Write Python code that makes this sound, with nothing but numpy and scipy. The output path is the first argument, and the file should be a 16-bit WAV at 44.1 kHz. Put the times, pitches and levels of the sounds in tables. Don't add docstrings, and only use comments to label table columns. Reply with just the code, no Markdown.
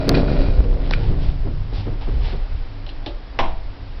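import sys
import numpy as np
from scipy.fft import rfft, irfft, next_fast_len
from scipy.io import wavfile
from scipy.ndimage import uniform_filter1d, map_coordinates

SR = 44100
rng = np.random.default_rng(int(sys.argv[2]) if len(sys.argv) > 2 else 0)


def persist_wave(psi):
    counts = np.round(np.clip(psi, -1, 1) * 32767).astype(np.int16)
    wavfile.write(sys.argv[1], SR, np.atleast_2d(counts).T)


N = 176400
CRACK_T60_S = .011
# frequency in Hz, gain in dB.
MIC_RESPONSE = [(5200, -0.5), (5600, -6), (5900, -16), (6200, -36), (6600, -89)]


def amp(db):
    return 10 ** (np.asarray(db) / 20)


def unit(x):
    return x / np.sqrt(np.mean(x ** 2) + 1e-20)


def since(start_s):
    return np.maximum(np.arange(N) / SR - start_s, 0)


def curve(points):
    return amp(np.interp(since(0), *np.transpose(points)))


def colour(points, tilt_db_oct=0):
    knots_hz, db = np.transpose(points)
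    tilted_db = db + tilt_db_oct * np.log2(knots_hz)
    return lambda hz: amp(np.interp(np.log(hz + 1), np.log(knots_hz + 1), tilted_db))


def body(modes):
    return lambda f: sum((-1) ** k * amp(db) * 1j * f * width / (hz * hz - f * f + 1j * f * width)
                         for k, (hz, width, db) in enumerate(modes))


def filtered(x, response):
    size = next_fast_len(N + SR // 2)
    return irfft(rfft(x, size) * response(np.fft.rfftfreq(size, 1 / SR)), size)[:N]


def wobble(knots_per_s):
    coarse_s = np.linspace(0, N / SR, N // 20)
    spline = map_coordinates(rng.standard_normal(N // 100), [coarse_s * knots_per_s], mode="mirror")
    return np.interp(since(0), coarse_s, spline)


def noise(response, grain_db=0):
    grains = amp(grain_db * wobble(300))
    return unit(filtered(rng.standard_normal(N) * grains, response))


def even(x, samples):
    return x / np.sqrt(np.abs(uniform_filter1d(x * x, samples)) + 1e-6)


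def blow(start_s, rise_s, t60_s):
    return np.minimum(since(start_s) / rise_s, 1) * 1000. ** (-since(start_s + rise_s) / t60_s)


def background():
    # frequency in Hz, level in dB.
    hum_lines = [(50, -43.5), (101, -44.5), (277, -54)]
    hiss_spectrum = [(30, -4.5), (100, -4), (170, -9), (300, -11.5), (500, -12.5), (800, -14.5),
                     (1300, -19), (2500, -23), (5000, -27), (6000, -32)]
    hum = np.zeros(N)
    for hz, db in hum_lines:
        peak = np.sqrt(2) * amp(db + 4.5 * wobble(9))
        hum += peak * np.sin(2 * np.pi * hz * since(0) + .39 * wobble(6.6))
    return hum + amp(-41.5) * noise(colour(hiss_spectrum))


def clothing():
    # peak time in s, level in dB, rise in s, fall in s, tilt in dB/octave, relative swish in dB.
    strokes = [(.88, -42, .04, 0.044, 1.5, -14.5), (1.02, -40.5, 0.033, 0.081, -2, -8),
               (1.24, -42.5, .03, 0.061, -0.5, -4), (1.775, -44.5, 0.032, 0.035, -5.5, 4.5),
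               (1.83, -46, .03, 0.07, -2.5, -7.5), (2.02, -38.5, 0.0066, 0.023, -2, -8),
               (2.12, -47, 0.09, 0.12, -0.5, -8.5), (2.27, -38.5, 0.035, 0.058, -0.5, -3),
               (2.42, -48, .08, 0.21, -2.5, -13), (3.05, -45.5, 0.031, 0.057, -12.5, -24),
               (3.37, -41.5, 0.027, .02, -11.5, -25)]
    # frequency in Hz, level in dB.
    spectrum = [(200, -11.5), (500, -5.5), (780, 13), (1200, 1.5), (2000, 3.5), (3000, 3), (4500, -3),
                (6000, -15.5)]
    swish_hz, swish_width_hz = 3380, 2400
    t, out = since(0), np.zeros(N)
    for peak_s, db, rise_s, fall_s, tilt_db_oct, swish_db in strokes:
        envelope = np.exp(-.5 * ((t - peak_s) / np.where(t < peak_s, rise_s, fall_s)) ** 2)
        swish = amp(swish_db) * noise(body([(swish_hz, swish_width_hz, 0)]))
        rustle = noise(colour(spectrum, tilt_db_oct), grain_db=2)
        out += amp(db) * envelope * (rustle + swish)
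    return out


def glitch_clicks():
    # start in s, level in dB, pitch in Hz, t60 in s, pulse in dB, ring in dB, ring pitch in Hz.
    clicks = [(0.0926, 6.5, 4490, 0.0025, -3.5, -12.5, 1400), (0.9102, -11.5, 3830, 0.0028, -26, -17, 750),
              (0.936, -10, 2384, 0.0099, -22, -18, 1540)]
    rise_s, pulse_s, ring_width_hz = .00023, .00052, 420
    out = np.zeros(N)
    for start_s, db, hz, t60_s, pulse_db, ring_db, ring_hz in clicks:
        t = since(start_s)
        gritty_tone = np.sin(2 * np.pi * hz * t) + .2 * noise(colour(MIC_RESPONSE))
        ring = even(noise(body([(ring_hz, ring_width_hz, 0)])), samples=150)
        out += amp(db) * blow(start_s, rise_s, t60_s) * gritty_tone
        out += amp(ring_db) * blow(start_s, rise_s, t60_s=.021) * ring
        out += amp(pulse_db) * t / pulse_s * np.exp(1 - t / pulse_s)
    return out


def button():
    # start in s, level in dB, panel knock in dB.
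    clicks = [(2.865, -41.5, -41.5), (2.891, -38, -55), (3.0621, -30.5, -28.5)]
    # frequency in Hz, level in dB.
    spectrum = [(300, -14), (700, -6), (1400, -5), (2200, -5), (2900, 5.5), (4100, 1.5), (4800, -7.5),
                (6000, -6)]
    # frequency in Hz, width in Hz, gain in dB.
    panel_modes = [(321.5, 14, 8), (440, 40, -11.5), (583, 35, 1.5), (850, 52, -10)]
    spring_hz = 4140
    out = np.zeros(N)
    for start_s, db, knock_db in clicks:
        rattle = blow(start_s, .001, t60_s=.17)
        crack = amp(6) * blow(start_s, .00025, CRACK_T60_S)
        out += amp(db) * (rattle + crack) * even(noise(colour(spectrum)), samples=150)
        spring = np.sin(2 * np.pi * spring_hz * since(start_s))
        out += amp(-44.5) * blow(start_s, .004, t60_s=.1) * spring
        panel = even(noise(body(panel_modes)), samples=500)
        out += amp(knock_db) * blow(start_s, .0033, t60_s=.3) * panel
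    return out


def contactor():
    # frequency in Hz, level in dB, t60 in s.
    housing_modes = [(196, -33, .35), (319, -34, 0.55), (646, -26.5, 0.55), (728, -24.5, 0.42),
                     (801, -19, 0.34), (951, -25.5, 0.47), (1023, -28, 0.25), (1045, -21.5, .26),
                     (1134, -29.5, 0.22)]
    # frequency in Hz, level in dB.
    spectrum = [(60, 4), (200, 8), (450, 11), (1000, 0), (1350, 1), (2000, 2), (3300, 0.5), (4000, -4.5),
                (4700, -15.5), (5600, -7.5)]
    start_s, rise_s = 3.389, .0022
    hollow_hz, hollow_width_hz, shudder_hz = 880, 380, 12
    t, ring = since(start_s), np.zeros(N)
    for hz, db, t60_s in housing_modes:
        phase = 2 * np.pi * (hz * t + rng.random()) + .61 * wobble(70)
        ring += amp(db) * blow(start_s, rise_s, t60_s) * np.sin(phase)
    band = body([(hollow_hz, hollow_width_hz, 0)])
    hollow = even(noise(lambda hz: band(hz) ** 2), samples=800)
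    ring += amp(-23.5) * blow(start_s, rise_s, t60_s=.41) * hollow
    clack = amp(-19.5) * blow(start_s, rise_s, t60_s=.3)
    crack = amp(-10.5) * blow(start_s, .0006, CRACK_T60_S)
    shudder = amp(-10) * blow(start_s, .029, t60_s=.9) * np.sin(2 * np.pi * shudder_hz * t)
    return (clack + crack) * noise(colour(spectrum), grain_db=1.5) + ring + shudder


def car_ring(drive):
    # frequency in Hz, relative level in dB.
    modes = [(59, -1), (98, 2), (135, 0), (163, -3), (213, -6.5), (232, -5), (276, 3.5), (325, -6.5),
             (355, -8), (392, -2), (455, -4), (500, -9), (588, -6), (660, -11), (726, -12.5)]
    waver_db, blur_rad = 2, 1.01
    out = np.zeros(N)
    for hz, db in modes:
        gain = drive(hz) * amp(db + waver_db * wobble(14))
        out += gain * np.sin(2 * np.pi * (hz * since(0) + rng.random()) + blur_rad * wobble(12))
    return unit(out)


def thumps():
    # start in s, level in dB, rise in s, t60 in s, tilt in dB/octave.
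    blows = [(.055, -18, .06, 0.64, 1), (1.08, -18.5, 0.016, 0.39, -3), (1.44, -20.5, 0.031, 0.32, -2.5),
             (1.721, -31.5, 0.0068, .25, 2), (1.775, -21, 0.018, 0.22, -8), (1.86, -20, 0.012, 0.34, -1.5),
             (2.069, -23, 0.016, 0.37, -0.5), (2.323, -22.5, 0.011, .24, -2), (3.395, -28, .02, .35, -4)]
    # frequency in Hz, level in dB.
    spectrum = [(30, -14), (70, -4.5), (100, -0.5), (170, -8), (380, -9.5), (550, -15), (900, -24.5),
                (2000, -36), (5000, -55)]
    out = np.zeros(N)
    for start_s, db, rise_s, t60_s, tilt_db_oct in blows:
        drive = colour(spectrum, tilt_db_oct)
        ring = amp(-2.5) * car_ring(drive)
        thud = amp(-3) * even(noise(drive), samples=2000)
        out += amp(db) * blow(start_s, rise_s, t60_s) * (ring + thud)
    return out


def gate():
    # start in s, level in dB, rise in s, t60 in s.
    jangles = [(0, -41.5, .005, 0.86), (0.141, -28, 0.0071, 0.32), (.265, -41, 0.027, 0.99),
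               (.35, -43, 0.059, 1), (.915, -35, 0.011, 0.29)]
    # frequency in Hz, width in Hz, gain in dB.
    modes = [(1430, 59, 3), (1930, 46, -7), (2440, 60, 1), (3420, 53, -7.5), (3826, 50, -4.5),
             (4090, 47, -3), (4370, 60, -5), (4700, 45, -5)]
    # frequency in Hz, level in dB.
    spectrum = [(400, -32.5), (1100, -3.5), (2500, 3.5), (3200, -2.5), (4700, -3), (6000, -7)]
    ring = noise(body(modes), grain_db=2.5)
    contacts = amp(-1.5) * noise(colour(spectrum), grain_db=2.5)
    envelope = sum(amp(db) * blow(start_s, rise_s, t60_s) for start_s, db, rise_s, t60_s in jangles)
    return envelope * (ring + contacts)


def roller_groan():
    # time in s, pitch in Hz, level in dB.
    glide = [(0, 642, -24.5), (.15, 591, -36.5), (0.379, 558.4, -30), (.56, 510, -39.5), (.69, 480, -33),
             (.82, 500, -40), (1.05, 481, -39.5), (1.35, 455, -65), (4, 454, -110)]
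    times_s, hz, db = np.transpose(glide)
    t = since(0)
    phase = 2 * np.pi * np.cumsum(np.interp(t, times_s, hz)) / SR
    gain = amp(np.interp(t, times_s, db) + 2.5 * wobble(45))
    return gain * np.sin(phase + 1.2 * wobble(80))


def door_bumps():
    # peak time in s, level in dB.
    jolts = [(.233, -4), (0.317, -6.5), (.486, -5.5), (.578, -12), (0.6057, -7), (0.629, -17)]
    rise_s, fall_s = .0012, .0006
    t = since(0)
    return -sum(amp(db) * np.exp(-np.abs(t - peak_s) / np.where(t < peak_s, rise_s, fall_s))
                for peak_s, db in jolts)


def door_rumble():
    # time in s, level in dB.
    rumble_levels = [(0, -20), (.045, -25), (.1, -14), (.19, -14.5), (.25, -21), (.4, -19.5), (.55, -28.5),
                     (.95, -29.5), (1.15, -31), (1.4, -40.5), (1.65, -47), (2.3, -35.5), (2.7, -60),
                     (4, -56)]
    drone_levels = [(0, -49.5), (.9, -33), (.98, -24.5), (1.15, -24.5), (1.32, -28), (1.42, -37),
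                    (1.55, -28), (1.7, -38), (2.1, -59.5), (4, -100)]
    boom_levels = [(0, -23), (.1, -18.5), (.4, -14.5), (.6, -12), (.85, -17), (1.05, -15.5), (1.3, -16),
                   (1.7, -23), (2, -22.5), (2.2, -13.5), (2.3, -21), (2.55, -19.5), (2.75, -29.5),
                   (3.1, -25), (3.3, -34), (3.55, -24), (3.75, -33), (4, -26)]
    # frequency in Hz, level in dB.
    roll_spectrum = [(30, -14), (90, -2), (160, -4.5), (400, -10.5), (650, -12), (900, -19), (1400, -25),
                     (2500, -31.5), (5500, -40)]
    boom_spectrum = [(8, -16.5), (18, -1), (30, 4), (42, -7), (58, -7), (75, -16.5), (110, -19.5),
                     (180, -39.5), (400, -66)]
    ring = amp(-2) * car_ring(colour([(600, -8), (1200, -15), (5000, -32.5)]))
    roll = amp(-5.5) * even(noise(colour(roll_spectrum), grain_db=4), samples=4000)
    roughness = amp(.5 * wobble(40.3))
    drone = curve(drone_levels) * car_ring(colour([(165, -1), (230, -15.5), (700, -28.5)]))
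    boom = curve(boom_levels) * even(noise(colour(boom_spectrum)), samples=7000)
    return curve(rumble_levels) * (ring + roll) * roughness + drone + boom


def microphone(x, top_hz=6600):
    return filtered(x, lambda hz: colour(MIC_RESPONSE)(hz) * (hz < top_hz))


def scene():
    door = door_rumble() + roller_groan() + door_bumps()
    car = door + thumps() + gate() + clothing() + button() + contactor() + background()
    clipped_clicks = np.clip(microphone(glitch_clicks()), -.52, .52)
    return (microphone(car) + clipped_clicks)[None]


def record(dry):
    # frequency in Hz, gain in dB.
    treble = [(6000, 0), (7500, -10), (11000, -4.5), (14000, 5), (17000, -25), (19000, -80)]
    top_hz = 19000
    return filtered(dry[0], lambda hz: colour(treble)(hz) * (hz < top_hz))[None]


dry = scene()
out = record(dry)
persist_wave(out)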